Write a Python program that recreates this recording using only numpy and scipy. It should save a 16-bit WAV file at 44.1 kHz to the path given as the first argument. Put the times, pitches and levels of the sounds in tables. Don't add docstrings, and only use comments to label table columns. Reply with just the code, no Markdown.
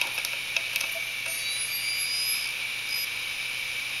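import sys
import numpy as np
from scipy import signal
from scipy.fft import rfft, irfft, next_fast_len
from scipy.io import wavfile
from scipy.ndimage import uniform_filter1d, map_coordinates

SR = 44100
rng = np.random.default_rng(int(sys.argv[2]) if len(sys.argv) > 2 else 0)


def wav_record(signal):
    frames = np.transpose(np.atleast_2d(signal))
    bounded = np.clip(frames, -1, 1)
    quanta = np.round(bounded * 32767).astype(np.int16)
    wavfile.write(sys.argv[1], SR, quanta)


N = 176400
TIME = np.arange(N) / SR
RUNNING_HZ, PULSES_PER_TURN = 358.2, 6


def amp(db):
    return 10 ** (np.asarray(db) / 20)


def unit(x):
    return x / np.sqrt(np.mean(x ** 2) + 1e-20)


def wobble(knots_per_s):
    knots = rng.standard_normal(int(N * knots_per_s / SR) + 4)
    return map_coordinates(knots, [TIME * knots_per_s])


def filtered(x, response):
    size = next_fast_len(N + 8192)
    return irfft(rfft(x, size) * response(np.fft.rfftfreq(size, 1 / SR)), size)[:N]


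def noise(colour):
    freqs, db = np.transpose(colour)
    response = lambda hz: amp(np.interp(np.log(hz + 1), np.log(freqs), db))
    return unit(filtered(rng.standard_normal(N), response))


def resonant(peaks, hz):
    gains = (amp(db) / (1 + (2 * (hz - centre) / width) ** 2) for centre, width, db in peaks)
    return np.sqrt(sum(gain ** 2 for gain in gains))


def ringing_noise(peaks):
    return unit(filtered(rng.standard_normal(N), lambda hz: resonant(peaks, hz)))


def swells(rows):
    return sum(amp(db) * np.exp(-((TIME - peak) / half_width) ** 2) for peak, half_width, db in rows)


def add(track, start_s, sound):
    part = track[max(round(start_s * SR), 0):][:len(sound)]
    part += sound[:len(part)]


# frequency in Hz, relative level in dB.
ROOM_COLOUR = [(20, 2), (45, 0.5), (100, -1), (250, -1.5), (500, -6.5), (1500, -4.5), (8000, -55)]
# pitch in Hz, level in dB.
WHISTLES = [(1766, -58), (2233, -53), (2287, -46), (2357, -49)]


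def room(air_db=-54.5, hum_db=-60, hum_hz=120):
    whistles = sum(amp(db + .42 * wobble(8)) * np.sin(2 * np.pi * hz * TIME + .73 * wobble(12))
                   for hz, db in WHISTLES)
    hum = amp(hum_db) * np.sin(2 * np.pi * hum_hz * TIME)
    return amp(air_db) * noise(ROOM_COLOUR) + np.sqrt(2) * (hum + whistles)


def room_echo(x, wet_db=-10, t60_s=.5):
    t = np.arange(SR // 3) / SR
    tail = rng.standard_normal(len(t)) * amp(-60 * t / t60_s)
    return amp(wet_db) * signal.fftconvolve(x, tail / np.linalg.norm(tail))[:N]


# pitch in Hz, relative level in dB.
BEARING_TONES = [(2304, -41.5), (2428, -44), (2557, -45), (2939, -55), (3063, -48.5), (3316, -58),
                 (3784, -51.5)]
# frequency in Hz, relative level in dB.
BEARING_COLOUR = [(300, -32.5), (1000, -22), (1900, -18), (2130, -15), (2290, 0), (2480, -6.5), (2800, -7),
                  (3200, -15.5), (3750, -10), (4300, -18), (5800, -19.5), (7000, -26.5), (9000, -26.5),
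                  (10300, -20.5), (11700, -29.5), (12500, -33), (13600, -36), (15500, -38)]
# centre in Hz, width in Hz, relative level in dB.
BEARING_RINGS = [(517, 103, -4.5), (7040, 69, -1.5), (9540, 85, 2), (9830, 50, 3.5), (11540, 220, -3),
                 (12880, 90, -8), (13400, 120, -6)]


def bearings(pulse_hz, phase, tones_trim_db=-1.5, hiss_db=-33.5, rings_db=-50):
    speed = pulse_hz / RUNNING_HZ
    colour_db = lambda hz: np.interp(hz, *np.transpose(BEARING_COLOUR))
    tones = np.zeros(N)
    for hz, db in BEARING_TONES:
        level = amp(db + colour_db(hz * speed) - colour_db(hz) + 3 * wobble(14))
        tones += level * np.sin(hz / RUNNING_HZ * phase + .5 * wobble(12) + 2 * np.pi * rng.random())
    throb = amp(.5 * np.sin(phase / PULSES_PER_TURN) + .38 * wobble(90))
    rings = amp(rings_db) * ringing_noise(BEARING_RINGS)
    hiss = amp(hiss_db) * noise(BEARING_COLOUR) * speed ** 1.7
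    return amp(tones_trim_db) * np.sqrt(2) * tones + throb * (hiss + rings)


# peak time in seconds, half-width in seconds, level in dB.
SKIMS = [(.15, 0.017, -40), (.79, 0.022, -48), (.845, 0.04, -49), (.924, 0.0086, -39.5), (.95, 0.04, -44.5),
         (1.06, 0.03, -46)]
# centre in Hz, width in Hz, relative level in dB.
HEAD_RESONANCES = [(9160, 170, -3), (10970, 130, 2), (11600, 700, -6), (12700, 200, -9), (14100, 200, -7)]


def head_skims():
    return swells(SKIMS) * ringing_noise(HEAD_RESONANCES)


# peak time in seconds, half-width in seconds, level in dB.
SQUEALS = [(.87, .07, -50), (1.05, 0.1, -51), (1.21, 0.045, -50)]


def head_squeals(pitch_hz=6200, octave_db=-5, stutter_db=4):
    phase = 2 * np.pi * pitch_hz * TIME + wobble(110)
    tone = np.sin(phase) + amp(octave_db) * np.sin(2 * phase)
    stutter = amp(stutter_db * wobble(59.9))
    return swells(SQUEALS) * unit(stutter * tone)


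# peak time in seconds, half-width in seconds, level in dB.
SCUFFS = [(.05, 0.059, -41), (.185, 0.038, -49), (.84, 0.011, -41)]
# frequency in Hz, relative level in dB.
SCUFF_COLOUR = [(150, -27), (300, -8.5), (600, -9.5), (880, 3), (1200, -6.5), (2000, -18), (4000, -38)]


def arm_scuffs():
    return swells(SCUFFS) * noise(SCUFF_COLOUR)


# peak time in seconds, push level in dB, after-ring level in dB.
SWINGS = [(.575, -46, -47), (.84, -58, -48.5), (.966, -34, -48.5), (1.285, -43, -43.5)]


def arm_swings(pitch_hz=663, push_s=.013, t60_s=.53):
    envelope = np.zeros(N)
    for peak, push_db, ring_db in SWINGS:
        since = TIME - peak
        after_ring = np.clip(since / push_s, 0, 1) * amp(ring_db - 60 * np.abs(since) / t60_s)
        envelope += swells([(peak, push_s, push_db)]) + after_ring
    return envelope * np.sin(2 * np.pi * pitch_hz * TIME)


def struck(modes, t, tilt_db=0):
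    sound = np.zeros(len(t))
    for hz, db, t60 in modes:
        strike_db = db + tilt_db * np.log2(hz / modes[0][0]) + rng.normal(0, 1)
        sound += amp(strike_db - 60 * t / t60) * np.sin(2 * np.pi * (hz * t + rng.random()))
    return sound


# start in seconds, relative arm level in dB, hardness in dB per octave,
# relative thud level in dB, relative tick level in dB.
CLACKS = [(0.0135, -10.5, -7.5, -32, -15.5), (.0185, -14.5, -1.5, -35, -34), (0.071, -28, 2, -38, -25.5),
          (0.178, -16, -2, -33.5, -28), (0.185, -20, -4, -32.5, -23), (0.2489, -23, 9.5, -37, -12.5),
          (.332, -23, -3, -33, -38), (.565, -11.5, 3.5, -31, -31), (0.733, -27.5, 5, -39.5, -28),
          (0.7596, -14.5, 4, -38.5, -13), (.807, -27, 10, -36, -24), (0.8103, -21, 7, -42, -18),
          (.839, -19.5, -4, -36.5, -31), (1.26, -24, -1, -32.5, -42)]
# pitch in Hz, relative level in dB, seconds to fade by 60 dB.
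ARM_MODES = [(2290, -5.5, 0.018), (2598, 1.5, 0.022), (3250, -13.5, 0.031), (3765, -9, .025),
             (4550, -12, 0.012), (5090, -9.5, 0.015), (5610, -13.5, 0.018), (6290, -14.5, 0.016)]
# pitch in Hz, relative level in dB, seconds to fade by 60 dB.
PLATE_MODES = [(554, -6, 0.091), (673, -12.5, 0.13), (944, -5, 0.065), (1266, -2, 0.028), (1406, -10, 0.11),
               (1630, -1.5, 0.041)]
# frequency in Hz, relative level in dB.
TICK_COLOUR = [(1500, -14), (3000, 1), (6000, 2), (7200, -5), (10400, -1), (11700, 8), (12400, -10),
               (15500, -16)]


def arm_clacks(arm_trim_db=3, tick_trim_db=-2, tick_t60_s=.012, contact_s=.00012, body_rise_s=.0014):
    track = np.zeros(N)
    t = np.arange(SR // 3) / SR
    tick_attack = 1 - np.exp(-t / contact_s)
    body_attack = 1 - np.exp(-t / body_rise_s)
    for start, arm_db, hardness, thud_db, tick_db in CLACKS:
        tick = noise(TICK_COLOUR)[:len(t)] * amp(tick_trim_db + tick_db - 60 * t / tick_t60_s)
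        ring = amp(arm_trim_db + arm_db) * struck(ARM_MODES, t, hardness)
        thud = amp(thud_db) * struck(PLATE_MODES, t)
        add(track, start, tick * tick_attack + (ring + thud) * body_attack)
    return track


# start in seconds, start of the release in seconds,
# rise in seconds, release in seconds, relative level in dB.
PUSHES = [(1.245, 2.375, .06, .15, .5), (2.872, 3.033, .105, .022, -1.5)]


def motor_current(phase, least_duty=.15, smooth_s=.007):
    turn = phase / (2 * np.pi * PULSES_PER_TURN) % 1
    current = np.zeros(N)
    for on, off, rise, release, db in PUSHES:
        demand = np.minimum((TIME - on) / rise, 1 - (TIME - off) / release)
        duty = (demand > 0) * (least_duty + (1 - least_duty) * demand)
        current += amp(db) * (turn < duty)
    return uniform_filter1d(current, int(smooth_s * SR))


# multiple of the pulse rate, relative level in dB.
WHINE_HARMONICS = [(6, -41), (12, -33.5), (13, -37.5), (14, -32), (15, -46.5), (16, -43), (18, -41.5),
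                   (19, -45), (20, -36), (22, -44), (24, -31), (25, -40), (28, -39), (29, -38), (30, -31),
                   (31, -39.5), (32, -40), (33, -48), (34, -44.5), (36, -46), (40, -46), (41, -48)]
# centre in Hz, width in Hz, gain in dB.
CASE_RESONANCES = [(2000, 340, -13), (3912, 75, 0), (4540, 150, -9), (4715, 50, -5), (4810, 130, -3),
                   (4965, 190, 1), (5700, 300, -6), (6380, 220, -9.5), (6930, 1200, -15), (8830, 280, -11),
                   (9530, 130, -3.5), (9942, 70, 1.5), (10940, 80, -2), (11132, 65, 7.5), (11455, 100, 7),
                   (11400, 1100, -10), (12860, 200, -8), (14000, 1000, -15)]


def motor_whine(pulse_hz, phase, trim_db=.5, hold_db=-19.5, waver_db=1.8, jitter_rad=.018):
    current = motor_current(phase)
    hold = amp(hold_db) * (TIME > PUSHES[-1][1])
    grid_hz = np.arange(SR // 2)
    case_gain = resonant(CASE_RESONANCES, grid_hz)
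    whine = np.zeros(N)
    for order, db in WHINE_HARMONICS:
        drive = np.maximum(current, hold) if order <= 20 else current
        level = amp(db + waver_db * wobble(24.86)) * np.interp(order * pulse_hz, grid_hz, case_gain)
        jittered = phase + jitter_rad * wobble(170)
        whine += drive * level * np.sin(order * jittered + 2 * np.pi * rng.random())
    return amp(trim_db) * np.sqrt(2) * whine


# time in seconds, motor pulse rate in Hz.
SPINDLE_SPEED = [(0, 358), (.8, 354), (1.26, 315.2), (1.61, 331), (1.93, 344.4), (2.17, 353.5),
                 (2.37, 360.6), (2.48, 363), (2.9, 356), (3.06, 358.2), (4, 358.2)]


def scene():
    pulse_hz = np.interp(TIME, *np.transpose(SPINDLE_SPEED))
    phase = 2 * np.pi * np.cumsum(pulse_hz) / SR
    arm = arm_clacks() + arm_swings()
    spindle = motor_whine(pulse_hz, phase) + bearings(pulse_hz, phase)
    friction = head_skims() + head_squeals() + arm_scuffs()
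    return (spindle + friction + arm + room_echo(arm) + room())[None]


def record(dry):
    notch_hz, half_width_hz, top_hz = 7875, 900, 15780
    notch = lambda hz: np.abs(hz - notch_hz) / np.hypot(hz - notch_hz, half_width_hz)
    return filtered(dry[0], lambda hz: notch(hz) * (hz < top_hz))[None]


dry = scene()
out = record(dry)
wav_record(out)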